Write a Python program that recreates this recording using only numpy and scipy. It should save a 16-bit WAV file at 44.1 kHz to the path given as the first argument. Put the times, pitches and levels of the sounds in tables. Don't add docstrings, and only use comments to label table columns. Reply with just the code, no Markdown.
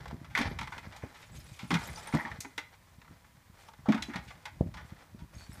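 import sys
import numpy as np
from scipy import signal
from scipy.fft import rfft, irfft
from scipy.io import wavfile
from scipy.ndimage import uniform_filter1d

SR = 44100
rng = np.random.default_rng(int(sys.argv[2]) if len(sys.argv) > 2 else 0)


def unload_audio(sound):
    columns = np.transpose(np.atleast_2d(sound))
    steps = np.round(np.clip(columns, -1, 1) * 32767)
    wavfile.write(sys.argv[1], SR, steps.astype(np.int16))


N = 246959
TIME = np.arange(N) / SR
AGE = np.arange(SR // 2) / SR
GLASS, TRASH = 0, 1


def gain_of(db):
    return 10 ** (np.asarray(db) / 20)


def evened(x):
    return x / np.sqrt(np.mean(x ** 2) + 1e-20)


def peaked(x, size=256):
    return x / np.sqrt(uniform_filter1d(x ** 2, size).max() + 1e-20)


def tone(hz):
    return np.sin(2 * np.pi * hz * AGE)


def fade(t60):
    return np.exp(-np.log(1000) * AGE / max(t60, 1e-3))


def add(mix, s, sound):
    part = mix[max(round(s * SR), 0):][:len(sound)]
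    part += sound[:len(part)]


def band(x, lo, hi, order=4):
    return signal.sosfilt(signal.butter(order, [lo, hi], "band", fs=SR, output="sos"), x)


def colour(x, spectrum, size=8192):
    hz, db = np.transpose(spectrum)
    bin_hz = abs(np.fft.fftfreq(size, 1 / SR))
    log_gain = np.log(gain_of(np.interp(np.log(bin_hz + 1), np.log(hz + 1), db)))
    taps = np.fft.ifft(np.exp(signal.hilbert(log_gain).conj())).real[:size // 2]
    return signal.fftconvolve(x, taps)[:len(x)]


def drift(per_s):
    rolloff = 1 + (np.fft.rfftfreq(N, 1 / SR) / per_s) ** 4
    return evened(irfft(rfft(rng.standard_normal(N)) / rolloff, N))


def patter(per_s, spread_db):
    hits = (rng.random(N) < per_s / SR) * rng.choice([-1, 1], N)
    return hits * gain_of(spread_db * np.minimum(rng.exponential(1, N), 3.5))


def air(level_db=-63):
    # f/Hz, level/dB
    spectrum = [(18, -41), (30, -7), (77, 4), (197, -6.5), (410, -21), (656, -22.5), (830, -26),
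                (970, -10.5), (1510, -22), (1820, -16.5), (2620, -22), (12300, -28), (15500, -27)]
    return gain_of(level_db) * evened(colour(rng.standard_normal(N), spectrum))


def breeze(lull_db=-72.5):
    # crest t/s, half length/s, level/dB
    gusts = [(0.063, 0.1, -54), (0.567, 0.36, -53), (1.366, 0.091, -56), (1.822, 0.24, -54),
             (2.312, .1, -58), (3.077, 0.067, -57.5), (4.11, 0.24, -56.5), (4.681, 0.15, -50),
             (5.275, 0.28, -59.5), (5.575, 0.16, -60)]
    power = sum(gain_of(db) ** 2 * np.exp(-2 * ((TIME - s) / half_s) ** 2) for s, half_s, db in gusts)
    return np.sqrt(gain_of(lull_db) ** 2 + power)


def wind(gain_db=5.5):
    # f/Hz, level/dB
    spectrum = [(12, -27), (20, -40), (54, -2), (81, -3), (145, -5.5), (255, -18), (354, -22), (414, -33),
                (492, -44), (600, -24.5), (780, -39), (1320, -120)]
    buffets = np.minimum(gain_of(4.5 * drift(per_s=13)), 2)
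    rumble = colour(rng.standard_normal(N) * buffets, spectrum)
    return gain_of(gain_db) * breeze() * evened(rumble)


def thumps(lead_s=0.037, lean_rad=0.067, tail_t60=0.13):
    # t/s, level/dB, centre f/Hz
    pulses = [(0.13, -29, 136), (0.144, -30.5, 122), (.216, -34.5, 130), (0.457, -27.5, 108),
              (0.469, -26, 61), (0.514, -28.5, 190), (.56, -35, 68), (0.873, -35, 97), (1.036, -29, 105),
              (1.038, -27.5, 346), (1.349, -37.5, 90), (1.518, -38, 78.7), (2.144, -23, 100),
              (2.389, -34.5, 99), (2.985, -43.5, 96), (3.5, -44.5, 92.3), (3.793, -41.5, 108),
              (4.191, -33, 79.6), (4.61, -15, 102), (4.61, -16.5, 334), (4.663, -26.5, 128),
              (4.849, -44, 90), (4.923, -35, 99), (5.148, -37, 142), (5.222, -32.5, 78.6),
              (5.366, -35.5, 73.7), (5.495, -34, 99.7)]
    out = np.zeros(N)
    for s, db, hz in pulses:
        swing = (np.exp(1j * lean_rad) / (1 - 1j * np.pi * hz * (AGE - lead_s)) ** 3).real
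        tail = evened(band(rng.standard_normal(len(AGE)), hz / 2, 2 * hz, order=2)) * fade(tail_t60)
        tail_db = -14.5 - 5 * np.log2(hz / 100)
        add(out, s - lead_s, gain_of(db) * swing)
        add(out, s, gain_of(db + tail_db) * tail)
    return band(out, 50, 900, order=3)


def lot(x, echo_db=-16, t60=0.3, build_s=0.0053):
    scatter = band(rng.standard_normal(len(AGE)), 216, 7600, order=1)
    tail = scatter * fade(t60) * (1 - np.exp(-AGE / build_s))
    return x + gain_of(echo_db) * signal.fftconvolve(x, tail / np.linalg.norm(tail))[:N]


def poured(kind):
    # t/s, swell/s, settling t60/s, glass level/dB, trash level/dB
    pours = [(0, 0.008, 0.99, -72, -48.5), (0.343, 0.034, 0.59, -53.5, -33.5), (.58, 0.16, 2.2, -66, -53),
             (.93, 0.27, 1, -63.5, -57), (1.308, 0.051, 4.6, -59.5, -57.5), (1.699, 0.16, 0.64, -51, -44.5),
             (1.92, 0.083, 1.63, -55.5, -46.5), (2.12, 0.054, 0.87, -70, -42), (2.86, 0.26, 0.74, -88, -64),
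             (3.52, 0.096, 0.83, -63.5, -58), (3.98, 0.091, 2.46, -64.5, -56), (4.72, 0.21, 1, -69.5, -55),
             (5.32, 0.02, 2.5, -61.5, -55.5), (5.48, 0.089, 1, -63.5, -53)]
    handling_db = {GLASS: -79, TRASH: -68}
    power = gain_of(handling_db[kind]) ** 2
    for start, swell_s, t60, *levels_db in pours:
        age = TIME - start
        swell = np.clip(age / swell_s, 0, 1)
        settle = np.exp(-np.log(1000) * np.maximum(age - swell_s, 0) / t60)
        power = power + (gain_of(levels_db[kind]) * swell * settle) ** 2
    return np.sqrt(power)


def tumble(gain_db=-3):
    # f/Hz, level/dB
    spectrum = [(210, -1), (350, -4), (516, 2.5), (706, 1), (800, 3), (1120, -0.5), (1560, 0.5), (2050, 0),
                (2630, -12), (3260, -10), (5180, -12.5), (6100, -17), (7000, -40), (9100, -68),
                (15400, -120)]
    hits = patter(per_s=1400, spread_db=3) * gain_of(3.2 * drift(per_s=25))
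    return gain_of(gain_db) * poured(TRASH) * evened(colour(hits, spectrum))


def slide(clump_db=2, count=90):
    # f/Hz, gain/dB
    spectrum = [(1470, -19.5), (2500, 5.5), (2660, -3.5), (3240, -3), (5280, -6.5), (6110, -6.5),
                (6900, -5), (11800, -12.5), (15500, -22)]
    rings = np.zeros(N)
    for hz in rng.uniform(2778, 14000, count):
        shard = tone(hz) * fade(rng.uniform(.012, .06))
        rings += signal.oaconvolve(patter(per_s=22, spread_db=3), shard[:SR // 10])[:N]
    grit = evened(rings) + 1.6 * evened(patter(per_s=2500, spread_db=4))
    clumps = gain_of(clump_db * drift(per_s=33))
    return poured(GLASS) * evened(colour(grit * clumps, spectrum))


def glints(gain_db=6, spread_db=2, t60=.07, lo_hz=5000, hi_hz=13000, count=45):
    flow, out = poured(GLASS), np.zeros(N)
    fallen = np.cumsum(flow ** 1.5)
    for when, pitch, softness in rng.random((count, 3)):
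        at = np.searchsorted(fallen, when * fallen[-1])
        ring = tone(lo_hz * (hi_hz / lo_hz) ** pitch) * fade(t60)
        add(out, at / SR, flow[at] * gain_of(gain_db + spread_db * np.log(1 - softness)) * ring)
    return out


def clinks(gain_db=-5, overtone_ratio=1.3, overtone_db=-15, flight_s=.032, flight_shrink=.8):
    # t/s, level/dB, f/Hz, t60/s, change per bounce/dB
    shards = [(1.228, -56, 3710, .05, -24.5), (1.320, -56, 7800, 0.18, -20), (1.477, -61, 4514, .1, -10.5),
              (1.959, -39.5, 4760, 0.058, -25), (1.96, -42.5, 5960, .09, -25),
              (2.073, -37.5, 8900, .054, -21.5), (2.405, -32.5, 6370, 0.022, -27),
              (4.023, -31, 3970, 0.074, -38), (5.353, -50.5, 6490, 0.079, -3.5),
              (5.383, -50, 4440, 0.099, 1), (5.514, -53, 7860, .15, -10), (5.525, -51.5, 5300, .09, -17),
              (5.530, -51.5, 9050, .14, -12), (5.533, -55, 11650, .14, -10)]
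    out = np.zeros(N)
    for s, db, hz, t60, bounce_db in shards:
        beat_hz = 70 * rng.uniform(0.71, 1.9)
        ring = tone(hz) + .5 * tone(hz + beat_hz) + gain_of(overtone_db) * tone(hz * overtone_ratio)
        for k in range(3):
            add(out, s, gain_of(db + gain_db + k * bounce_db) * ring * fade(t60))
            s += flight_s * flight_shrink ** k
    return out


def steel(x, ring_db=-14):
    # f/Hz, level/dB, t60/s
    wall_modes = [(684, 0, .3), (803, 0, .3), (845, -4, .25), (943, -4, .25), (1222, 0, .3), (1351, -5, .3),
                  (1475, 0, .3), (1750, -2, .25), (1840, -2, .3), (1925, -4, .25), (2034, 0, .3),
                  (2068, -3, .3), (2165, -5, .25), (2218, -5, .3), (2368, 0, .3), (2457, 1, .3),
                  (2490, 1, .3), (3277, -1, .25), (3403, -1, .25), (3597, -1, .25), (3980, 1, .25)]
    ring = sum(gain_of(db) * fade(t60) * np.cos(2 * np.pi * hz * AGE) for hz, db, t60 in wall_modes)
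    return x + gain_of(ring_db) * x.std() * evened(signal.fftconvolve(x, ring)[:N])


def own_modes(lo_hz, hi_hz, count=40):
    hz = np.exp(rng.uniform(np.log(lo_hz), np.log(hi_hz), count))
    cycles = hz[:, None] * AGE[:SR // 4] + rng.random((count, 1))
    return evened(np.sin(2 * np.pi * cycles).sum(0))


def contact(clang_db, weight_db, bright_db, t60, height, rise_s, crush_t60=0.034):
    edges = [380, 1400, 2600, 6000, 15500]
    # f/Hz, gain/dB
    spectrum = [(240, -19.5), (400, -7.5), (452, 0), (527, 0.5), (715, -2), (860, 4), (1150, -2.5),
                (1240, -2.5), (1660, -2), (2090, 3.5), (2630, -9.5), (3510, -7), (5480, -19),
                (13900, -36.5), (15500, -45)]
    # f/Hz, gain/dB
    ground_dip = [(330, 7), (500, -13.5), (690, -15), (870, -0.5)]
    crack_db = -5.5 + 13.5 * np.tanh(bright_db / 14.5)
    levels_db = clang_db - 1 + np.array([weight_db, 0, crack_db, bright_db - 15.5])
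    lives = t60 * np.geomspace(1, 0.85, len(levels_db))
    grit = rng.standard_normal(len(AGE)) * rng.exponential(1, len(AGE)) ** 0.71
    ring = np.zeros(len(AGE))
    add(ring, 0, .5 * own_modes(600, 7000))
    scatter = gain_of(-3) * (.7 * grit + ring)
    give = 1 - np.exp(-(AGE + 1 / SR) / rise_s)
    sound = np.zeros(len(AGE))
    for k, (db, life) in enumerate(zip(levels_db, lives)):
        force = grit * fade(crush_t60) + scatter * fade(life)
        force[0] += 4
        part = band(colour(force * give, spectrum), *edges[k:k + 2])
        sound += gain_of(db) * peaked(part)
    return colour(sound, [(hz, db * height) for hz, db in ground_dip])


def scrapes(rise_s=0.0081):
    # t/s, clang level/dB, body over clang/dB, brightness/dB, t60/s, height (0 ground, 1 rim)
    drags = [(.297, -58.5, 4.5, 2, 0.39, 1), (.826, -56, -0.5, -2, 0.13, 0.72),
             (1.142, -56, -1.5, 3, 0.29, 0.91), (1.223, -54.5, -13, 3, 0.14, 0.88),
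             (2.123, -42, 3.5, -5, 0.15, 0.24), (2.735, -62, 3, 4, 0.051, 1), (3.045, -63, 3, -6, 0.063, 1),
             (3.24, -62.5, 4, -4, .08, 1), (3.855, -60.5, 21, 6, 0.24, 0.17),
             (4.133, -41.5, -1, -7, .17, 0.35), (4.275, -56.5, -14, 9, 0.23, 1),
             (4.455, -47, 0.5, 2.5, 0.13, 0.35), (4.767, -49, 0, 0, 0.19, 1),
             (4.884, -64.5, -1, 3, 0.18, 1), (4.985, -64, 2, 7, 0.093, 0.88),
             (5.188, -65, 5.5, 8, 0.19, 0.73)]
    out = np.zeros(N)
    for s, *drag in drags:
        add(out, s, contact(*drag, rise_s))
    return out


def knocks():
    # t/s, clang level/dB, body over clang/dB, brightness/dB, t60/s, height (0 ground, 1 rim)
    blows = [(.055, -54.5, 11.5, 4, 0.035, 0), (.079, -58.5, 3, 14, 0.048, 0),
             (.109, -60, 16.5, 10, 0.035, 0), (.244, -58, 5, 6.5, 0.15, 0.68),
             (.350, -30.5, -7, -3.5, 0.36, 1), (.374, -29, -1.5, -0.5, 0.098, 0.97),
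             (.386, -43, -18, 13, 0.19, 0.96), (.413, -35, -3, 1.5, 0.13, 1),
             (.587, -38.5, 0, 3.5, 0.11, 1), (.610, -40.5, 5.5, 2, 0.13, 1),
             (.629, -48.5, -11, 6.5, 0.17, 0.85), (.672, -44, 3, 0, 0.064, 0.9),
             (.720, -43.5, 4, -2.5, 0.26, 0.94), (0.779, -45.5, 1.5, 5, 0.083, 1),
             (0.922, -54, 2, 4, 0.4, 0.18), (.962, -61.5, 7, 21, 0.18, 0.37),
             (1.02, -52, 0.5, -14, 0.29, 0.35), (1.590, -49, 0.5, 7.5, 0.34, 0.95),
             (1.705, -34, 4.5, 2.5, 0.074, 1), (1.713, -34, 3.5, 2, 0.29, 1),
             (1.739, -32.5, -4, 5.5, 0.11, 0.96), (1.751, -35, 3.5, -1, 0.087, 1),
             (1.767, -35.5, -2.5, -8, 0.023, 1), (1.808, -50, 4, 5.5, .12, 0.37),
             (1.972, -57.5, 12.5, 12, 0.16, 0), (2.070, -47.5, 4.5, 2, 0.21, 1),
             (2.138, -45, 11, 5.5, 0.093, 0), (2.147, -54, 17, 22, 0.16, 0),
             (2.183, -43, 6.5, -21, 0.12, 1), (2.198, -54, 9.5, -12, 0.39, 1),
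             (2.251, -46, 6.5, -5, 0.24, 1), (2.279, -50, 5.5, -4, 0.15, 1),
             (2.314, -47.5, 3.5, -3, 0.099, 0.65), (2.404, -56.5, -5, 34, 0.17, 0.52),
             (2.447, -44.5, -1.5, -10, 0.055, 0.29), (2.578, -35, -6, 4, 0.12, 0.29),
             (3.015, -57, 2, 1, 0.033, 0.92), (3.076, -64.5, 12, 1, 0.024, 1),
             (3.684, -62.5, 15.5, 14.5, 0.081, 0.47), (3.734, -60, 6.5, 4, 0.029, 0.43),
             (3.886, -41, 0, -0.5, 0.45, 1), (3.921, -35, 1, -0.5, 0.13, 0.89),
             (3.944, -42, 2.5, 2.5, .13, 0), (3.975, -43.5, 3, -5, 0.16, 1),
             (4.023, -42, -11, 15.5, 0.12, 0), (4.093, -48.5, -3, -19, 0.57, 0.82),
             (4.157, -41, -0.5, 3, .14, 0), (4.304, -49.5, 2.5, -1.5, 0.096, 0.33),
             (4.454, -46.5, 0.5, 9.5, 0.052, 0.15), (4.739, -54, 5.5, 8, 0.2, 0.32)]
    out = np.zeros(N)
    for s, clang_db, weight_db, bright_db, t60, height in blows:
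        rise_s = 0.0013 * 2 ** ((-38 - clang_db - bright_db) / 25)
        add(out, s, contact(clang_db, weight_db, bright_db, t60, height, rise_s))
    return out


def rim(t60=.035, rise_s=0.00051):
    # t/s, level/dB, f/Hz
    blows = [(0.3511, -21, 2008), (0.3542, -27, 2150), (0.3755, -23, 2170), (0.3870, -28, 1940),
             (1.8885, -37, 2090), (2.171, -30, 1940), (2.198, -29, 1887), (2.2090, -31, 1902),
             (2.2513, -29, 1840), (2.3150, -33.5, 1810)]
    out = np.zeros(N)
    for s, db, hz in blows:
        ping = (tone(hz) + .5 * tone(hz * 1.07)) * fade(t60)
        add(out, s, gain_of(db) * ping * (1 - np.exp(-AGE / rise_s)))
    return out


def booms(rise_s=0.0064, flex_db=-16):
    # t/s, level/dB, pitch f/Hz, t60/s, lift of the bottom's mode/dB
    blows = [(.388, -34.5, 244.3, 0.13, -0.5), (.409, -31, 238, 0.039, 0), (0.612, -47, 227, 0.1, -3),
             (1.038, -48, 262.4, .1, 2), (1.632, -37, 192, 0.083, 15), (1.706, -31, 258, 0.14, 11),
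             (1.728, -26.5, 174.4, 0.13, -1), (1.751, -29, 165, 0.092, -11),
             (2.138, -22.5, 230.4, 0.095, 17), (2.248, -43, 232, 0.081, -5), (2.447, -47.5, 277, .11, -3),
             (2.579, -48.5, 309, 0.051, 3), (3.11, -51, 278, 0.034, -5), (3.885, -17.5, 220.9, .17, 3.5),
             (3.946, -28.5, 232, 0.068, -6), (4.085, -38, 246, 0.098, -11), (4.156, -36.5, 191.5, .088, 2)]
    # multiple of the pitch, level/dB, multiple of the t60
    bucket_modes = [(.68, -17, 1), (0.982, 1, 0.84), (1.149, -5, 0.85), (1.418, -10, 1.08),
                    (2.2, -12, 0.25), (2.85, -9, 0.28), (3.15, -19.5, 0.63), (3.8, -9, 0.18)]
    attack = 1 - np.exp(-AGE / rise_s)
    out = np.zeros(N)
    for s, db, hz, t60, bottom_db in blows:
        modes = sum(gain_of(mode_db + bottom_db * (k == 0)) * fade(t60 * share) * tone(hz * ratio)
                    for k, (ratio, mode_db, share) in enumerate(bucket_modes))
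        flex = evened(band(rng.standard_normal(len(AGE)), .6 * hz, 1.45 * hz, order=3)) * fade(t60)
        add(out, s, gain_of(db) * peaked((modes + gain_of(flex_db) * flex) * attack))
    return out


def scene():
    dumpster = steel(knocks() + scrapes() + rim() + tumble())
    background = air()
    work = dumpster + booms() + clinks() + glints() + slide()
    return (lot(work) + background + wind() + thumps())[None]


def record(dry, edge_hz=15450):
    lowpass = signal.firwin(511, edge_hz, window=("kaiser", 8), fs=SR)
    return signal.oaconvolve(dry, lowpass[None], "same")


dry = scene()
out = record(dry)
unload_audio(out)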